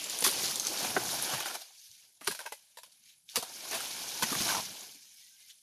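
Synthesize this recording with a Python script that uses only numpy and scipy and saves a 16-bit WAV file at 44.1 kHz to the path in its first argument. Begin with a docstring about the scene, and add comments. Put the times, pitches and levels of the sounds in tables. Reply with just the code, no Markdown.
"""A dry palm frond is cut, swings down and crashes into the undergrowth outdoors, a few metres away.
Sharp ticks and cracks of fibre are filtered noise bursts; the stalk's knocks ring wooden modes, over low thuds.
The blade then taps the hollow base as the stalk is worked free, and the frond, rustling as patchy noise and
tiny leaf taps, drops again, lands, creaks in stick-slip pulses and settles. Near the end a far bird whistles
gliding sines. Soft air noise lies under it all; one microphone feeds both channels."""
import sys
import numpy as np
from scipy import signal
from scipy.fft import rfft, irfft, next_fast_len
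from scipy.io import wavfile
from scipy.ndimage import uniform_filter1d

SR = 44100
rng = np.random.default_rng(int(sys.argv[2]) if len(sys.argv) > 2 else 0)


def file_out(sig):
    """Save sig as 16-bit WAV at sys.argv[1]."""
    # one column per channel
    cols = np.atleast_2d(sig).T
    # limit, then scale
    lim = np.clip(cols, -1, 1)
    pcm = np.round(lim * 32767).astype(np.int16)
    wavfile.write(sys.argv[1], SR, pcm)


N = 247826

# bending modes of the stalk, before they are tuned to each blow: mode_hz [Hz], level_db [dB], t60_s [s]
STALK_MODES = [(250, -3, .03), (385, -1, .024), (620, -2, .017), (900, -1, .017), (1150, 0, .016),
               (1560, 0, .017), (1970, -2, .015), (2650, -5, .013)]


def gain_of(db):
    """Decibels to a factor."""
    return 10 ** (np.asarray(db) / 20)


def evened(x):
    """Scales to rms 1."""
    return x / np.sqrt(np.mean(x ** 2) + 1e-20)


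def smooth_noise(count, size):
    """Slowly wandering noise of rms 1: white noise averaged over size samples."""
    return evened(uniform_filter1d(rng.standard_normal(count), size=size))


def read(points, hz):
    """Reads a spectrum in dB on a log-frequency axis."""
    point_hz, level_db = np.transpose(points)
    return np.interp(np.log(hz + 1), np.log(point_hz + 1), level_db)


def colour(x, points):
    """Filters by a spectrum."""
    size = next_fast_len(len(x))
    gain = gain_of(read(points, np.fft.rfftfreq(size, 1 / SR)))
    return irfft(rfft(x, size) * gain, size)[:len(x)]


def broad_band(x, hz, width):
    """A wide hump around hz, width in octaves, with little bass; peak 1."""
    f = np.fft.rfftfreq(len(x), 1 / SR) + 1
    hump = np.exp(-.5 * (np.log2(f / hz) / width) ** 2)
    bass_cut = 1 + (max(600, .16 * hz) / f) ** 4
    out = irfft(rfft(x) * hump / bass_cut, len(x))
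    return out / abs(out).max()


def add(mix, start_s, sound):
    """Mixes a sound in at its start time."""
    part = mix[round(start_s * SR):][:len(sound)]
    part += sound[:len(part)]


def along(tables):
    """Reads the columns of joined curve tables at every sample."""
    time_s, *columns = np.transpose(np.concatenate(tables))
    return [np.interp(np.arange(N) / SR, time_s, c) for c in columns]


def patchy(points, patchy_db, flicker_db):
    """Noise whose short-time spectra carry drifting patches and a flicker common to all pitches."""
    frames = N // 64 + 5
    real, imaginary, patches = rng.standard_normal((frames, 129, 3)).T
    patches = uniform_filter1d(patches, size=6, axis=0)  # across pitch
    patches = evened(uniform_filter1d(patches, size=12, axis=1))  # across time
    flicker = smooth_noise(frames, 5)
    z = (real + 1j * imaginary) * gain_of(patchy_db * patches + flicker_db * flicker)
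    noise = signal.istft(z, nperseg=256, noverlap=192)[1][:N]
    return evened(colour(noise, points))


def air():
    """Quiet outdoor air: patchy noise with its own colour."""
    # spectrum of the air: pitch_hz [Hz], level_db [dB per Hz]
    air_colour = [(18, -36.5), (30, -9.5), (114, -10), (186, -16), (254, -16), (304, -30.5), (2100, -28.5),
                  (3100, -15.5), (11100, -1), (14000, -20)]
    return gain_of(-64.5) * patchy(air_colour, 2.0, 2.0)


def whistle(level_db, length_s, start_hz, end_hz):
    """One soft bird note: a gliding sine with slightly unsteady pitch."""
    hz = np.linspace(start_hz, end_hz, round(length_s * SR))
    hz = hz * (1 + 0.02045 * smooth_noise(len(hz), 200))
    note = np.sin(2 * np.pi * np.cumsum(hz) / SR)
    return gain_of(level_db) * note * signal.windows.tukey(len(hz), .4)


def grove(x):
    """Trunks and leaves scatter each sound into a short diffuse tail of sparse random echoes."""
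    t = np.arange(8000) / SR
    tail = rng.choice([-1., 1.], len(t)) * (rng.random(len(t)) < .05)
    tail = tail * gain_of(-60 * t / 0.22) * (t > .004)
    tail = colour(tail, [(600, -18), (1600, -12), (3500, 0)])
    return signal.fftconvolve(x, tail / np.linalg.norm(tail))[:N]


def thud(level_db, hz, t60_s):
    """A soft heavy part meets the ground: low, slightly uneven cycles that swell in quickly and die."""
    t = np.arange(8000) / SR
    wobble = 1 + .2 * smooth_noise(len(t), 300)
    swell = 1 - np.exp(-t * hz * 5.6)
    return gain_of(level_db - 60 * t / t60_s) * swell * np.sin(2 * np.pi * hz * np.cumsum(wobble) / SR)


def creak():
    """Uneven stick-slip pulses, each ringing a bending mode that shifts as the stalk settles."""
    # course of the landed stalk's creak: time_s [s], level_db [dB], slip_rate [slips per s], ring_hz [Hz]
    creak_course = [(4.455, -42, 94.08, 900), (4.507, -41.5, 126.46, 1076), (4.555, -39.5, 110, 880.3),
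                    (4.595, -37, 120, 939.9), (4.61, -42, 102.4, 899.4)]
    time_s, *columns = np.transpose(creak_course)
    t = np.arange(time_s[0], time_s[-1], 1 / SR)
    level_db, slip_rate, ring_hz = (np.interp(t, time_s, c) for c in columns)
    turns = np.cumsum(slip_rate * (1 + .3 * smooth_noise(len(t), 300))) / SR
    # one pulse of uneven strength at each whole turn, over a faint scrape
    slips = (np.diff(np.floor(turns), prepend=0) > 0) * gain_of(1.5 * rng.standard_normal(len(t)))
    slips = slips + .035 * rng.standard_normal(len(t))
    # a resonator that follows the moving pitch
    spin = np.exp(2j * np.pi * np.cumsum(ring_hz) / SR)
    r = np.exp(-np.pi * 480 / SR)
    body = (spin * signal.lfilter([1], [1, -2 * r, r * r], slips / spin)).real
    return time_s[0], gain_of(level_db) * evened(body) * signal.windows.tukey(len(t), .1)


def ring(drive, loudest_hz, body):
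    """A wooden body's modes answer a drive; where it is held and struck shifts them and picks the loudest."""
    t = np.arange(4000) / SR
    chance = rng.standard_normal((len(body), 2))
    nearest_hz = min((mode[0] for mode in body), key=lambda hz: abs(np.log(hz / loudest_hz)))
    modes = 0
    for (hz, db, t60), (level_chance, pitch_chance) in zip(body, chance):
        hz = hz * loudest_hz / nearest_hz
        octaves = np.log2(hz / loudest_hz)
        # modes away from the loudest are weaker, shorter and less certain
        db = db - 2.2 * octaves ** 2 - 5.2 * (1 - np.exp(-(octaves / 0.22) ** 2))
        swell = 1 - np.exp(-t * hz * 1.5)
        t60 = t60 * (1 if octaves else 1.3)
        db = db + 2.5 * level_chance * (octaves != 0)
        hz = hz * (1 + (.07 if octaves else .015) * pitch_chance)
        modes = modes + gain_of(db - 60 * t / t60) * swell * np.sin(2 * np.pi * hz * t)
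    out = signal.fftconvolve(drive, modes)
    out = signal.sosfilt(signal.butter(2, .6 * body[0][0], "high", fs=SR, output="sos"), out)
    return out / abs(out).max()


def knock(level_db, ring_hz, click_db, body=STALK_MODES):
    """A sharp contact and its splintery chatter ring the wood, with a brief bright click on top."""
    t = np.arange(2000) / SR
    chatter = .5 * rng.standard_normal(len(t)) * (rng.random(len(t)) < .02)
    contact = chatter * gain_of(-60 * t / .05)
    contact[0] = 1
    click = broad_band(rng.standard_normal(len(t)), 5500, 1.5)
    click = click * (gain_of(3.0 - 60 * t / 0.029) + gain_of(-1.0 - 60 * t / 0.09))
    return gain_of(level_db) * (ring(contact, ring_hz, body) + gain_of(click_db) * np.pad(click, (0, 3999)))


def tap(level_db, ring_hz, click_db):
    """The blade taps the hollow base of the frond: a knock that rings the base's own modes."""
    # modes of the hollow base, before they are tuned to each tap: mode_hz [Hz], level_db [dB], t60_s [s]
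    hollow_modes = [(590, 0, .022), (920, 0, .022), (1590, 0, .018), (2040, -2, .018), (2490, -4, .016)]
    return knock(level_db, ring_hz, click_db, hollow_modes)


def sharp_tick(level_db, hz):
    """A leaflet's snap or a crack's hard edge: a tick of a millisecond or two and its bounce off the ground."""
    t = np.arange(500) / SR
    fade = gain_of(-60 * t / 0.016)
    tone = 0.68 * np.sin(2 * np.pi * hz * t) * fade
    tick = (broad_band(rng.standard_normal(len(t)), hz, 0.72) + tone) * fade
    tick = signal.sosfilt(signal.butter(4, hz / 2, "high", fs=SR, output="sos"), tick)
    tick = np.pad(tick / abs(tick).max(), (0, 300))
    bounce = gain_of(-10.5) * np.roll(tick, round(.006 * SR))
    return gain_of(level_db) * (tick + bounce)


def crack(level_db, tear_s, hz, wood_db, wood_hz):
    """A sharp first break, then a clump of tearing fibres that dies away; it also shakes the stalk."""
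    t = np.arange(6000) / SR
    lumps = gain_of(3.5 * smooth_noise(len(t), 40))
    # full strength for tear_s, then a fade that is slower after a longer tear
    fade = gain_of(-60 * np.maximum(t - tear_s, 0) / (0.0089 + 2.2 * tear_s))
    shape = np.minimum(t / 0.00024, 1) * fade
    shape = shape * (1 + 1.4 * np.exp(-t / .0015))  # the first break
    tear = rng.standard_normal(len(t)) * lumps
    crisp = broad_band(tear, hz, 2.08) * shape
    crisp = np.pad(crisp / abs(crisp).max(), (0, 3999))
    wood = gain_of(wood_db) * ring(tear * shape ** 2, wood_hz, STALK_MODES)
    return gain_of(level_db) * (crisp + wood)


def grains(points, per_s, spread_db, cycles, lo_hz, hi_hz):
    """Many tiny taps of leaf on leaf, each a few dying cycles; a few are large."""
    size = gain_of(spread_db * np.minimum(rng.exponential(1, N), 5)) * (rng.random(N) < per_s / SR)
    kind = rng.integers(0, 24, N)
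    t, out = np.arange(600) / SR, np.zeros(N)
    for k, hz in enumerate(np.geomspace(lo_hz, hi_hz, num=24)):
        leaf_tap = np.sqrt(hz) * np.sin(2 * np.pi * hz * t) * np.exp(-t * hz / cycles)
        out += np.sqrt(hz) * signal.oaconvolve(size * (kind == k), leaf_tap)[:N]
    return evened(colour(out, points))


def shaken():
    """A blow or breath of wind shakes the leaves: a quick swell, then a decay; the powers add."""
    # shakes: peak_s [s], leaflets_db [dB], broad_db [dB], rise_s [s], t60_s [s]
    shakes = [(0.1, -35, -57.5, 0.009, 1.693), (0.245, -21.5, -35, 0.0058, 0.2),
              (0.668, -35, -69, 0.033, 0.18), (1.22, -34, -76, 0.013, 1.25), (1.339, -36, -39, 0.12, 1.1),
              (1.46, -36.5, -38.5, 0.00796, 0.58), (1.555, -35, -36.5, 0.028, 0.07),
              (1.62, -39.5, -50, 0.01808, 0.087), (2.265, -43, -55, 0.038, 1.549),
              (2.395, -47, -46, 0.005, 0.37), (2.84, -53, -64.5, 0.0095, 0.46),
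              (2.924, -56, -90, 0.014, 0.32), (3.1, -50.5, -82, 0.21, 0.38),
              (3.298, -44.5, -80, 0.024, 0.64), (3.36, -45, -41, 0.023, 0.73),
              (3.713, -38, -40, 0.00313, 1.37), (4.231, -21.5, -39, 0.0087, 0.0885),
              (4.49, -25, -39.5, 0.037, 0.77), (5.4, -52, -82, 0.042, 0.36), (5.504, -47, -94, 0.078, 0.14)]
    t, power = np.arange(N) / SR, np.zeros((2, N))
    t60_share = np.array([[1], [0.68]])  # broad leaves come to rest sooner than leaflets
    for peak_s, leaflets_db, broad_db, rise_s, t60_s in shakes:
        rise_db = -20 * (peak_s - t) / rise_s
        decay_db = -60 * (t - peak_s) / t60_s / t60_share
        shape_db = np.where(t < peak_s, rise_db, decay_db)
        power += (gain_of([[leaflets_db], [broad_db]]) * gain_of(np.maximum(shape_db, -200))) ** 2
    return power


def reflected(x):
    """The low-hanging leaves are heard again off the ground: a close, dull echo combs the lower pitches."""
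    # full strength of the echo: pitch_hz [Hz], level_db [dB]
    echo_colour = [(300, -9), (500, -6), (2000, -6), (2600, -10), (3500, -24)]
    # the echo grows as the frond tip comes down: time_s [s], share [factor]
    echo_growth = [(0.4, 0.16), (1.2, 0.61)]
    delay_s, lead_turns = .00136, .15
    size = next_fast_len(len(x) + 999)
    hz = np.fft.rfftfreq(size, 1 / SR)
    echo = gain_of(read(echo_colour, hz)) * np.exp(-2j * np.pi * (hz * delay_s - lead_turns))
    share = np.interp(np.arange(len(x)) / SR, *np.transpose(echo_growth))
    return x + share * irfft(rfft(x, size) * echo, size)[:len(x)]


def frond():
    """Leaflets fizz and tick, broad leaves and stalk rustle lower, the whole frond swishes."""
    # first swing, then drop: time_s [s], leaflets_db [dB], brightness_db [dB], broad_db [dB], deep_swish_db [dB]
    falls = [
        [(0.0, -33, -5, -50, -59), (0.22, -36, -2, -44, -60.5), (0.45, -28, -1, -38.5, -46.5),
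         (0.6, -42.5, 5, -45.5, -55.5), (0.82, -29, -3, -37, -48.5), (0.94, -35.5, -0.5, -40, -48.5),
         (1.12, -36.5, 4.5, -39.5, -47), (1.28, -31.5, -4.5, -40.5, -54.5), (1.44, -37, -10, -50, -80),
         (1.56, -47, -1, -53.5, -95), (1.68, -63.5, 4, -88, -112.5), (1.8, -55, 4.5, -101, -83.5),
         (2.05, -52.5, -2.5, -73.5, -82), (2.15, -74.5, 11.5, -81, -89)],
        [(3.3, -79, -1, -86, -78), (3.48, -46, 0, -58, -67), (3.69, -37, -2, -47.5, -70),
         (3.79, -33.5, -4.5, -50.5, -50.5), (3.9, -36.5, -1.5, -51.5, -59), (4.19, -35.5, -1.5, -45.5, -63.5),
         (4.3, -33.5, -1, -41.5, -47), (4.45, -29, -1, -39.5, -45.5), (4.6, -45.5, -4, -54, -48.5),
         (4.82, -45, 2, -52.5, -65), (5.0, -51, -1, -74.5, -75.5), (5.22, -52.5, 1, -80.5, -79.5),
         (5.62, -66, 7, -82.5, -87.5)],
    ]
    # spectra of leaflets, broad leaves and stalk, and deep swish: pitch_hz [Hz], level_db [dB per Hz]
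    leaflet_colour = [(590, -50.5), (1000, -35), (1900, -16.5), (4640, -6), (6460, -3.5), (7880, -11),
                      (9940, -11.5), (14000, -10)]
    broad_colour = [(120, -12), (330, 0.5), (650, -0.5), (1500, -4), (2300, -9.5), (4000, -7)]
    deep_colour = [(20, -26), (55, -19.5), (120, -9), (220, -6), (400, -23)]
    # shaken broad leaves carry little bass: pitch_hz [Hz], level_db [dB]
    thin_colour = [(200, -25), (600, 0)]
    shake_bright_db = -2
    fizz_db, bright_db, broad_db, deep_db = along(falls)
    fizz_shake, broad_shake = shaken()

    fizz = patchy(leaflet_colour, 1.68, 1.1) + 0.42 * grains(leaflet_colour, 2500, 4.2, 2.4, 2200, 13000)
    fizz = evened(fizz)
    dull = colour(fizz, [(3000, -7.5), (7000, -38.5)])
    crisp = fizz - dull
    # brightness tilts the leaflets between their dull and crisp parts
    dull_gain = np.sqrt(gain_of(fizz_db - bright_db) ** 2 + fizz_shake * gain_of(-shake_bright_db) ** 2)
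    crisp_gain = np.sqrt(gain_of(fizz_db + bright_db) ** 2 + fizz_shake * gain_of(shake_bright_db) ** 2)
    leaflets = dull_gain * dull + crisp_gain * crisp

    rustle = evened(patchy(broad_colour, 2.5, 2.5) + .45 * grains(broad_colour, 1500, 2.8, 3.5, 250, 2500))
    broad = gain_of(broad_db) * rustle + np.sqrt(broad_shake) * colour(rustle, thin_colour)
    swish = gain_of(deep_db) * patchy(deep_colour, 1.5, 1.6)
    return leaflets + broad + swish


def scene():
    """All sources at one microphone."""
    # a far bird: start_s [s], level_db [dB], length_s [s], start_hz [Hz], end_hz [Hz]
    bird_notes = [(5.21, -72, 0.09, 1995, 1950), (5.30, -75, 0.071, 1580, 1560),
                  (5.372, -69, 0.1, 2100, 2080)]
    # soft heavy parts meet the ground: start_s [s], level_db [dB], pitch_hz [Hz], t60_s [s]
    thuds = [(1.335, -37.5, 133, 0.17), (1.895, -64.5, 131.3, 0.13), (2.212, -52, 232, 0.12),
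             (2.299, -42.5, 203.6, 0.094), (3.388, -36.5, 270, 0.023), (4.233, -29.5, 206.3, 0.074),
             (4.318, -29, 250, 0.081), (4.358, -36, 194, 0.092), (4.405, -30, 200, 0.07),
             (4.458, -36.5, 297, 0.09), (4.567, -38.5, 310, 0.1), (4.95, -58.5, 244, 0.15)]
    # the stalk knocks on trunk, stems or ground:
    # start_s [s], level_db [dB], loudest_ring_hz [Hz], click_db [dB relative to level_db]
    knocks = [(0.255, -25, 1910, -19.5), (0.264, -24, 1136, -20.5), (0.278, -27.5, 1158, -21.5),
              (0.964, -20, 693, -28.5), (0.9655, -19, 1534, -28.5), (0.971, -24, 358, -17.5),
              (1.705, -59, 855, -20), (2.214, -42, 1190, -3), (2.278, -28.5, 395, -21),
              (3.374, -28.5, 450, -1), (3.652, -38, 1027, -6.5), (4.237, -22, 1880, -9.5),
              (4.327, -26.5, 1180, -9.5), (4.351, -28, 1090, 2), (4.467, -32, 900, -13),
              (4.489, -27, 1540, -14.5), (4.5, -25, 1550, -14), (4.52, -33, 935, -9),
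              (4.547, -25, 911, -20)]
    # the blade taps the hollow base: columns as for the knocks
    taps = [(2.308, -31.5, 1610, -18), (2.322, -36.5, 935, -8.5), (2.349, -39, 1574, 8),
            (2.391, -34, 1559, 1), (2.404, -36, 1581, 0.5), (2.41, -40, 927, -7), (2.455, -39, 620, -11),
            (2.461, -31, 1612, -0.5), (2.466, -34, 924, -13), (2.476, -44.5, 1550, -3.5),
            (2.522, -34, 568, 3), (2.525, -36.5, 2010, -1), (2.772, -42, 925, 4.5), (2.774, -49.5, 583, -3),
            (2.786, -42, 925, 2.5), (2.833, -49, 940, 10.5)]
    # sharp ticks: a leaflet snaps, or the hard edge of a crack: start_s [s], level_db [dB], centre_hz [Hz]
    sharp_ticks = [(0.0415, -19, 7364), (0.0979, -16.5, 7190), (0.1884, -16.5, 9100), (0.2073, -16.5, 9700),
                   (0.3132, -17, 9700), (0.3354, -22, 6380), (0.5574, -16, 6650), (0.598, -12, 6420),
                   (0.6503, -19, 6100), (0.6694, -10.5, 6300), (0.7742, -25, 4580), (0.7305, -27, 10040),
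                   (1.2251, -15.5, 10820), (1.301, -26.5, 5100), (1.5978, -35, 5892), (1.915, -38.5, 6180),
                   (2.247, -32, 9400), (2.2715, -28, 6000), (2.517, -48.5, 4560), (2.9195, -48.5, 4510),
                   (3.2903, -36, 3680), (3.358, -14.5, 6350), (3.7115, -23, 6500), (3.8582, -27.5, 3326),
                   (4.947, -37, 7000), (5.495, -48, 3300), (5.501, -45, 3300), (5.51, -39, 3520)]
    # fibres tear or leaves slap: start_s [s], level_db [dB], tear_s [s], centre_hz [Hz],
    # wood_db [dB relative to level_db], loudest_ring_hz [Hz]
    cracks = [(0.2238, -12.5, 0.0065, 6874, -17.5, 507), (0.2403, -8.5, 0.02, 9430, -45, 1120),
              (0.2484, -8.5, 0.001126, 8310, -15, 1095), (0.2635, -9.5, 0.013, 10260, -18, 391),
              (0.2764, -18, 0.021, 5870, -17, 399.8), (1.335, -23, 0.0055, 4990, -7, 880),
              (1.347, -27.5, 0.00452, 2997, -6, 639), (1.403, -22, 0.005215, 4410, -10, 1160),
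              (1.4575, -21.5, 0.01, 4460, -11, 1510), (1.4994, -31.5, 0.014, 4970, -5, 1420),
              (1.5383, -33, 0.0067, 5266, -23, 679.5), (1.557, -34, 0.0037, 2980, -13, 920),
              (2.2103, -36.5, 0.058, 3284, -24, 1200), (2.2712, -18.5, 0.0074, 3250, -12, 1590),
              (2.2755, -10, 0.0035, 3470, -26, 2020), (2.2815, -18.5, 0.0018, 3265, -8.5, 1176),
              (2.3127, -23.5, 0.009, 6360, -17, 1588), (3.358, -11, 0.013, 4954, -18, 1200),
              (3.4262, -21, 0.011, 5330, -12, 756), (3.7172, -23, 0.044, 2808, -13, 677),
              (3.7325, -30.5, 0.041, 6010, -4, 666.4), (3.8049, -20.5, 0.0092, 6410, -13.5, 1402),
              (4.223, -16.5, 0.012, 4537, -4, 1021), (4.304, -24.5, 0.014, 2997, -12, 1880),
              (4.3205, -20.5, 0.0083, 4720, -11.5, 284), (4.407, -18, 0.01202, 3600, -18, 314.5),
              (4.4844, -37, 0.00591, 4702, -12, 1600), (4.5064, -31, 0.0053, 6670, 3.5, 1099)]
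    hits = np.zeros(N)
    for table, sound in [(bird_notes, whistle), (thuds, thud), (knocks, knock), (taps, tap),
                         (sharp_ticks, sharp_tick), (cracks, crack)]:
        for start_s, *settings in table:
            add(hits, start_s, sound(*settings))
    add(hits, *creak())
    mono = air() + hits + gain_of(-5.5) * grove(hits) + reflected(frond())
    return np.array([mono, mono])


def suppress(x):
    """Noise suppressor: bins near their own quiet level are turned down."""
    z = signal.stft(x, nperseg=1024, noverlap=768)[2]
    power = uniform_filter1d(abs(z) ** 2, size=5, axis=1)  # across time
    power = uniform_filter1d(power, size=3, axis=0)  # across pitch
    level_db = 10 * np.log10(power + 1e-20)
    over_db = level_db - np.percentile(level_db, 15, axis=1, keepdims=True)
    cut_db = 0.31 * np.clip(over_db - 9.0, -9, 0)
    return signal.istft(z * gain_of(cut_db), nperseg=1024, noverlap=768)[1][:N]


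def record(dry):
    """Noise suppressor, microphone colour, then the band limit."""
    # response of the microphone: pitch_hz [Hz], level_db [dB]
    microphone = [(25, -13.5), (90, -1), (3000, 0.5), (6500, -3), (8100, -5.5), (10200, 1), (13900, -7),
                  (14250, -21.5), (14900, -62)]
    edge_hz = 15283
    mono = colour(suppress(dry[0]), microphone)
    low_pass = signal.firwin(511, edge_hz, window=("kaiser", 9), fs=SR)
    mono = signal.oaconvolve(mono, low_pass, "same")
    return np.array([mono, mono])


dry = scene()
out = record(dry)
file_out(out)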